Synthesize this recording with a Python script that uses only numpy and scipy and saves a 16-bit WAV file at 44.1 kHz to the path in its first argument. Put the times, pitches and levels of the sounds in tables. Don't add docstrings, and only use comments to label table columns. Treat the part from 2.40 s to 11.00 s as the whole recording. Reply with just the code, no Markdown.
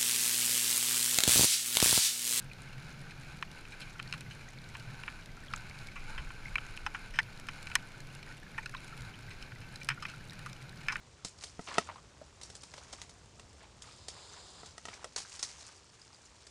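import sys
import numpy as np
from scipy import signal
from scipy.fft import rfft, irfft, next_fast_len
from scipy.io import wavfile
from scipy.ndimage import map_coordinates

SR = 44100
rng = np.random.default_rng(int(sys.argv[2]) if len(sys.argv) > 2 else 0)


def generate_wav(sig):
    pcm = np.round(np.clip(np.atleast_2d(sig).T, -1, 1) * 32767).astype(np.int16)
    wavfile.write(sys.argv[1], SR, pcm)


N = 379260
TIME = np.arange(N) / SR
AGE = np.arange(int(0.12 * SR)) / SR
DRIFT_DB = -55

# f/Hz, gain/dB
SNAP_COLOUR = [(800, -4), (2000, 10), (4200, 12.5), (7000, 4.5), (10300, 4), (11300, -5), (15500, -14)]


def undb(db):
    return 10 ** (np.asarray(db) / 20)


def level(x, db):
    return x * undb(db) / np.sqrt(np.mean(x ** 2))


def burst_level(x, db, window_s=0.02):
    return x * undb(db) / np.sqrt(np.sum(x ** 2) / (window_s * SR))


def colour(x, points):
    size = 2 * next_fast_len(len(x))
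    hz, db = np.transpose(points)
    freq = np.maximum(np.fft.rfftfreq(size, 1 / SR), 1)
    gain = undb(np.interp(np.log(freq), np.log(hz), db))
    cepstrum = irfft(np.log(gain))
    cepstrum[1:size // 2] *= 2
    cepstrum[size // 2 + 1:] = 0
    return irfft(rfft(x, size) * np.exp(rfft(cepstrum)))[:len(x)]


def bell_eq(x, hz, gain_db, width=1.36):
    return colour(x, [(hz / width, 0), (hz, gain_db), (hz * width, 0)])


def band(x, lo_hz, hi_hz, order=3):
    return signal.sosfilt(signal.butter(order, [lo_hz, hi_hz], "band", fs=SR, output="sos"), x)


def modes(x, table):
    return sum((-1) ** k * undb(db) * signal.lfilter(*signal.iirpeak(hz, hz / width, fs=SR), x)
               for k, (hz, width, db) in enumerate(table))


def walk(rate):
    steps = rng.standard_normal(N // 100)
    return np.interp(TIME * rate, np.arange(len(steps)), steps)


def hump(s, rise_s, fall_s):
    return np.exp(-((TIME - s) / np.where(TIME < s, rise_s, fall_s)) ** 2)


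def scatter(count):
    chance = rng.random((count, 3))
    chance[:, 0] = (np.arange(count) + chance[:, 0]) / count * N / SR
    return chance


def shower(rate, spread_db, cap_db):
    size = undb(np.minimum(spread_db * rng.exponential(size=N), cap_db))
    return (rng.random(N) < rate / SR) * size * rng.choice([-1, 1], N)


def impact(t60, rattle, grain_db, delay_s=0.0019):
    noise, grain = rng.standard_normal((2, len(AGE)))
    build = 1 - np.exp(-(AGE / delay_s) ** 2)
    decay = np.exp(-np.log(1000) * AGE / t60)
    push = noise * undb(grain_db * grain) * decay * build
    push *= rattle / np.sqrt(np.sum(push ** 2))
    push[0] += 1
    return push


def add(out, s, sound):
    start = max(int(s * SR), 0)
    out[start:start + len(sound)] += sound[:max(N - start, 0)]


def throb(s, hz, db, half_s):
    tone = np.sin(2 * np.pi * (hz * TIME + rng.random()))
    return np.sqrt(2) * undb(db) * hump(s, half_s, half_s) * tone


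def motion_db():
    # t/s at the fastest, rise/s, fall/s, level/dB
    swings = [(0.05, 0.15, 0.14, -60), (3.2, 0.56, 0.51, -51), (3.82, 0.13, 0.39, -45.5),
              (4.62, 0.31, 0.2, -49), (5.35, 0.33, 0.18, -47.5), (7.02, 0.017, 0.037, -49)]
    swing_power = sum(undb(db) ** 2 * hump(s, rise, fall) for s, rise, fall, db in swings)
    return 10 * np.log10(undb(DRIFT_DB) ** 2 + swing_power)


def rumble(buffet_db=1.0):
    # f/Hz, gain/dB
    flow_colour = [(5, -17), (14, 9.5), (26, 9), (42, -12), (70, -6.5), (130, -33), (400, -71)]
    flow = colour(rng.standard_normal(N), flow_colour)
    return level(flow, motion_db() + buffet_db * walk(6.1))


def hum(waver_db=3.5, waver_hz=3, centre_hz=125.56):
    # f/Hz, gain/dB
    hum_colour = [(40, -10.5), (75, -12.5), (105, -7), (125, -0.5), (145, -4), (170, -9.5), (215, -18),
                  (320, -34.5), (600, -51.5)]
    # t/s, f/Hz, level/dB
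    path = [(0, 132.1, -52), (.7, 134.7, -54), (1.6, 131.4, -52.5), (2.2, 125.5, -54), (3.1, 124.6, -53.5),
            (4.4, 118.5, -55), (5.3, 117.7, -54), (6.1, 131, -55.5), (6.9, 114.9, -50.5), (7.5, 135.4, -55),
            (8.6, 128.6, -54)]
    # t/s, f/Hz, level/dB
    swells = [(.27, 125, -52), (.38, 130, -45), (.8, 126, -49.5), (2.49, 126, -41.5), (4.06, 134, -52),
              (6.61, 128, -49), (7.2, 110, -47), (7.52, 138, -43.5), (8.24, 134, -47)]
    times, pitches, levels = np.transpose(path)
    hz = np.interp(TIME, times, pitches) + waver_hz * walk(5)
    db = np.interp(TIME, times, levels) + waver_db * walk(8.3)
    drone = colour(rng.standard_normal(N), hum_colour)
    position = np.cumsum(hz / centre_hz)
    bent = map_coordinates(drone, [position], order=1, mode="mirror")
    return level(bent, db) + sum(throb(*swell, half_s=0.024) for swell in swells)


def wash(db=-55.0):
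    # f/Hz, gain/dB
    sea_colour = [(30, -1), (100, 6), (200, 2.5), (300, -1.5), (600, -6), (1100, -11.5), (1900, -9.5),
                  (3500, -14), (6000, -18.5), (8000, -29), (10500, -35), (11200, -29), (15500, -42)]
    return level(colour(rng.standard_normal(N), sea_colour), db)


def shrimp_bed(rest_db=-56.5, fizz_db=-14.0, flicker_db=3.0):
    # f/Hz, width/Hz, gain/dB
    housing = [(844, 204, 2), (1346, 127, 5.5), (1523, 88, 11), (1756, 77, -4), (2084, 116, 1.5),
               (2395, 370, 4.5), (3000, 240, -4), (4030, 470, -4), (5410, 410, -13), (6530, 590, -13.5),
               (7330, 540, -14), (7800, 380, -21.5), (9920, 940, -16)]
    far_snaps = shower(rate=2600, spread_db=2.0, cap_db=19.5)
    crackle = band(modes(far_snaps, housing), 430, 13200)
    fizz = colour(shower(rate=450, spread_db=3.8, cap_db=14), SNAP_COLOUR)
    swing_db = 0.34 * (motion_db() - DRIFT_DB)
    gain = undb(rest_db + swing_db + flicker_db * walk(12))
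    return gain * (level(crackle, 0) + level(fizz, fizz_db))


def whine():
    # f/Hz, level/dB
    tones = [(10645, -88), (10669, -89), (13187, -99)]
    return sum(level(np.sin(2 * np.pi * hz * TIME), db) for hz, db in tones)


def bubble(hz, db, cycles=36, glide=0.03, wobble=0.53, attack_s=0.012):
    life = np.minimum(AGE * hz / cycles, 2)
    phase = 2 * np.pi * np.cumsum(hz * (1 + glide * (life - .2))) / SR
    knots = AGE[::40]
    flutter = 1 + wobble * np.interp(AGE, knots, rng.standard_normal(len(knots)))
    attack = 1 - np.exp(-AGE / attack_s)
    decay = np.exp(-np.log(1000) * life)
    return burst_level(np.sin(phase) * flutter * attack * decay, db)


def bubbles(trim_db=-1, far_db=-60.0, range_db=5, far_hz=2000, db_per_octave=-5.0):
    # t/s, f/Hz, level/dB before the trim
    near_bubbles = [(0.114, 2460, -50), (.666, 1490, -52.5), (3.034, 1800, -55), (3.083, 3270, -56),
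                    (3.31, 2310, -51.5), (3.484, 2210, -51.5), (3.696, 860, -51.5), (3.7, 1500, -52),
                    (3.87, 1520, -51.5), (4.056, 2140, -45), (4.081, 2180, -50), (5.427, 1510, -52),
                    (6.028, 1723, -54), (6.525, 1340, -50), (7.575, 1410, -49), (7.737, 1410, -50.5)]
    out = np.zeros(N)
    for s, hz, db in near_bubbles:
        add(out, s, bubble(hz, db + trim_db))
    for s, smallness, strength in scatter(count=120):
        octaves = 0.61 * (2 * smallness - 1)
        db = far_db + db_per_octave * octaves + range_db * (strength - .5)
        add(out, s, bubble(far_hz * 2 ** octaves, db))
    return out


def snap(db, hz, lift_db):
    collapse = impact(t60=0.011, rattle=2.0, grain_db=-3.0, delay_s=0.00041)
    tick = colour(collapse[:len(AGE) // 8], SNAP_COLOUR)
    return burst_level(bell_eq(tick, hz, lift_db), db)


def snaps(far_db=-66.0, spread_db=0.2, cap_db=1.0, low_hz=4000, spread_octaves=1.44, count=240):
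    # t/s, level/dB, bell f/Hz, bell gain/dB
    near_snaps = [(0.1334, -56.5, 4200, 6), (.205, -66, 4500, -5), (0.219, -60, 9300, 14),
                  (.331, -60, 2700, 24), (.381, -67, 6500, 4), (0.424, -61.5, 4500, 6),
                  (1.115, -58, 4200, 8), (1.4052, -53.5, 4340, 10), (1.627, -54, 4300, 4),
                  (1.676, -55, 4400, 16), (1.779, -60, 7000, 4), (1.808, -52.5, 3900, 0),
                  (2.087, -60.5, 6600, 20), (2.186, -58, 4040, 16), (2.241, -59, 4000, 14),
                  (2.369, -57, 4300, -6), (2.398, -58, 4200, 3), (2.8587, -57, 4500, -3),
                  (3.128, -56.5, 4000, 18), (3.1612, -49.5, 7300, 17), (3.177, -58, 4300, 6),
                  (3.297, -56.5, 3000, -7), (3.3885, -55.5, 3870, 5), (3.471, -56, 4300, 2),
                  (4.367, -56.5, 4220, -7), (4.83, -56.5, 4200, 9), (4.975, -59.5, 4300, 1),
                  (4.998, -55.5, 4150, -15), (5.069, -58, 4300, -2), (5.2282, -54, 4320, 0),
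                  (5.604, -56, 7000, 3), (5.671, -61, 6500, -3), (5.75, -57, 8500, 7),
                  (6.295, -57.5, 8000, -3), (6.367, -53.5, 3840, 29), (6.4447, -57.5, 9000, 9),
                  (6.478, -60, 7000, 5), (6.576, -57.5, 3900, -11), (6.607, -59.5, 4470, -2),
                  (6.62, -57.5, 7000, 7), (7.4324, -54, 5630, 6), (7.446, -53.5, 9700, 13),
                  (7.666, -59, 5200, 11), (7.699, -58, 5500, 3), (7.897, -53.5, 3800, 12),
                  (7.907, -57, 5190, 9), (7.933, -57, 4000, -1), (7.992, -56.5, 4820, 4),
                  (8.0973, -59, 4000, 4), (8.13, -54, 5340, 8), (8.226, -61, 8500, 7),
                  (8.293, -58, 4050, 17), (8.552, -60, 6600, 10), (8.5675, -56.5, 7500, 6)]
    out = np.zeros(N)
    for s, db, hz, lift_db in near_snaps:
        add(out, s, snap(db, hz, lift_db))
    for when, strength, brightness in rng.random((count, 3)):
        db = far_db + min(-spread_db * np.log(1 - strength), cap_db)
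        hz = low_hz * 2 ** (spread_octaves * brightness)
        add(out, when * N / SR, snap(db, hz, lift_db=9))
    return out


def click(db, lower_hz, lower_db, upper_hz, upper_db, crack_db, crack_hz, t60):
    # f/Hz, width/Hz, gain/dB
    shell = [(860, 130, -9.2), (1060, 160, -5), (1430, 180, 0.4), (1780, 170, 0.6), (2020, 100, -0.8),
             (2340, 150, 0.1), (2610, 210, -1.3), (3060, 190, -5), (3600, 260, -14.8), (3970, 380, -12.5),
             (4330, 380, -14.5), (4990, 220, -13.5), (5280, 190, -11), (5950, 300, -17), (6540, 450, -19),
             (7400, 600, -23), (8570, 850, -20), (9400, 700, -29), (10300, 900, -28), (11950, 600, -31.5),
             (12900, 900, -39), (14300, 1200, -42)]
    split_hz, hard_db = 3800, -44
    knock_modes = [mode for mode in shell if mode[0] < split_hz]
    crack_modes = [(hz * (1 + .01 * rng.standard_normal()), width, gain_db)
                   for hz, width, gain_db in shell if hz >= split_hz]
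    rattle = (t60 / .03) ** .7
    knock = modes(impact(t60, rattle, grain_db=2.5), knock_modes)
    knock = bell_eq(knock, lower_hz, lower_db)
    knock = bell_eq(knock, upper_hz, upper_db)
    knock = burst_level(band(knock, 520, 5500, order=2), 0)
    crack = modes(impact(0.93 * t60, rattle, grain_db=1.5), crack_modes)
    crack = bell_eq(crack, crack_hz, gain_db=8, width=1.25)
    bright_db = 0.8 * max(db + crack_db - hard_db, 0)
    tilt = [(4200, -0.26), (6200, bright_db / 2), (8500, bright_db - .5), (13000, bright_db - 3.5)]
    crack = colour(crack, tilt)
    crack = burst_level(band(crack, 2000, 13000, order=2), crack_db)
    return undb(db) * (knock + crack)


def clicks(faint_db=-57, range_db=4, spread_octaves=0.21):
    # t/s, knock level/dB, lower bell f/Hz, its gain/dB, upper bell f/Hz,
    # its gain/dB, crack level/dB re the knock, crack f/Hz, rattle t60/s
    blows = [(0.708, -54, 2400, 17, 3500, 11, -5, 4200, 0.035),
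             (1.0252, -37.5, 1160, 10, 3100, 4.5, -16, 4050, 0.01),
             (1.027, -45, 1460, -8, 2700, -5, -18, 4100, 0.021),
             (1.252, -54.5, 1447, 0, 2600, 15, -12, 4200, 0.013),
             (1.32, -50.5, 2360, 24, 3500, 18, -6, 4000, 0.086),
             (1.414, -49.5, 2320, 16, 3320, 22, -1.5, 4100, 0.089),
             (1.593, -47.5, 1200, 15, 3080, 15, -15, 4000, 0.03),
             (1.5976, -41.5, 1300, 8, 2470, 9, -18, 4000, 0.015),
             (1.7254, -40.5, 1550, 2, 2780, 16, -5, 4340, 0.011),
             (1.7362, -43, 1260, 10, 2740, 10, -10, 4000, 0.04),
             (1.813, -56, 2260, 17, 3000, 13, -12, 6500, 0.012),
             (1.909, -51, 853, 4, 2870, 21, -6, 4220, 0.074),
             (2.351, -45.5, 980, 7.5, 1530, -1, -18, 4000, 0.029),
             (2.635, -46.5, 945, 11, 2740, 10, -15, 4250, 0.0097),
             (2.6787, -39.5, 1090, 6.5, 2260, 6, -27, 4000, 0.031),
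             (3.1362, -36.5, 1040, 6, 1240, 9, -14, 4900, 0.011),
             (3.558, -43.5, 1120, 13, 2400, 10, -19, 6400, 0.14),
             (3.778, -41, 990, 9, 3020, 6, -19, 5000, 0.078),
             (3.904, -49.5, 1080, 12, 1600, 0, -29, 4200, 0.016),
             (4.1555, -30.5, 1140, 7.5, 2360, 13.5, -21, 4100, 0.014),
             (4.182, -38.5, 1310, 5, 2920, 7, -21, 3940, 0.013),
             (4.374, -46, 2400, 12, 3170, 11, -11, 4100, 0.0045),
             (4.4635, -34.5, 840, 11.5, 1270, 7.5, -14.5, 5560, 0.029),
             (4.5468, -38, 850, 8, 1350, 5, -21.5, 5600, 0.056),
             (4.738, -49.5, 1600, 3, 2500, 4, -7, 5200, 0.099),
             (4.754, -46.5, 853, 7, 3020, 8, -8, 5300, 0.16),
             (4.7879, -25.5, 710, 9, 1870, 4, -18, 5150, 0.02),
             (4.797, -35.5, 860, 9, 1850, 13, -16.5, 5100, 0.027),
             (5.086, -39.5, 1080, 6, 3170, 1, -14, 5240, 0.031),
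             (5.27, -45.5, 2250, 7, 2880, 8, -8, 4070, 0.014),
             (5.315, -46.5, 2350, 7, 3100, 7, -14, 4000, 0.02),
             (5.3537, -28.5, 1800, 7, 3500, 12, -3, 5300, 0.0085),
             (5.357, -34.5, 1080, 9, 1920, 5, -10, 5300, 0.02),
             (5.828, -53, 2370, 14, 3520, 15, -5.5, 4200, 0.019),
             (6.179, -39.5, 910, 20, 2220, 12, -20, 10000, 0.05),
             (6.1827, -39.5, 1350, 10, 1870, 17, -35, 4000, 0.024),
             (6.228, -52.5, 1500, 9, 2250, 19, -9, 7000, 0.075),
             (6.259, -42, 1500, 20, 2650, 17.5, -7.5, 4070, 0.018),
             (6.339, -45, 1080, 13, 1450, 23, -27, 4200, 0.032),
             (6.348, -43, 1050, 16, 3500, 5, -17, 4000, 0.013),
             (6.738, -55, 2600, 3, 3030, 18, -18, 4200, 0.061),
             (6.905, -49, 2400, 12, 3500, 5, -7, 4100, 0.15),
             (7.025, -52.5, 2740, 21, 3500, 6, -1, 4900, 0.014),
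             (7.119, -52, 1660, 7, 2400, -2, -23, 4200, 0.023),
             (7.358, -57.5, 1680, 23, 3515, 24, 7.5, 4370, 0.016),
             (7.413, -47.5, 2360, 24, 3500, 13, -11, 4100, 0.069),
             (7.488, -32, 1390, -3.5, 2110, 1.5, -7.5, 5170, 0.019),
             (7.5011, -35.5, 1406, 0, 2287, 3, -19, 4900, 0.04),
             (7.5106, -40.5, 1390, 4, 2700, -2, -18, 5200, 0.07),
             (7.624, -42.5, 1160, 19, 3070, 9, -7.5, 5100, 0.051),
             (7.652, -39.5, 1100, 3, 2200, 4, -19, 5290, 0.024),
             (7.683, -47.5, 1440, 15, 2750, 16, -6.5, 4400, 0.18),
             (8.061, -43.5, 1220, 17, 1610, 2, -11.5, 10200, 0.032),
             (8.484, -31.5, 1600, 3, 2300, 8.5, -14.5, 5340, 0.013),
             (8.4927, -38, 1520, 6, 2280, 12, -20, 5250, 0.039),
             (8.499, -37.5, 1530, 5, 2100, 10, -25, 5250, 0.073),
             (8.522, -40, 890, 10, 1200, 10, -6, 5400, 0.058),
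             (8.556, -36.5, 1420, 10.5, 2150, 9, -25, 5300, 0.031)]
    out = np.zeros(N)
    for s, *blow in blows:
        add(out, s, click(*blow))
    for s, pitch, strength in scatter(count=8):
        shift = 2 ** (spread_octaves * (2 * pitch - 1))
        db = faint_db + range_db * (strength - .5)
        add(out, s, click(db, lower_hz=1450 * shift, lower_db=3, upper_hz=2450 * shift, upper_db=8,
                          crack_db=-7, crack_hz=4300 * shift, t60=0.064))
    return out


def jolts(half_cycles=0.46):
    # t/s, f/Hz, level/dB
    thumps = [(3.3, 58, -53), (3.76, 25, -39.5), (3.8, 45, -37), (3.88, 24, -40.5), (3.99, 25, -46),
              (4.15, 27, -38.5), (4.45, 22, -55), (4.45, 66, -45.5), (4.715, 26, -39.5), (6.61, 58, -45),
              (7.03, 32, -44.5)]
    return sum(throb(s, hz, db, half_s=half_cycles / hz) for s, hz, db in thumps)


def scene():
    bed = rumble() + hum() + wash() + shrimp_bed() + whine()
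    return (bed + bubbles() + snaps() + clicks() + jolts())[None]


def record(dry):
    top_hz = 15500
    return signal.sosfilt(signal.ellip(10, .2, 70, top_hz, fs=SR, output="sos"), dry)


dry = scene()
out = record(dry)
generate_wav(out)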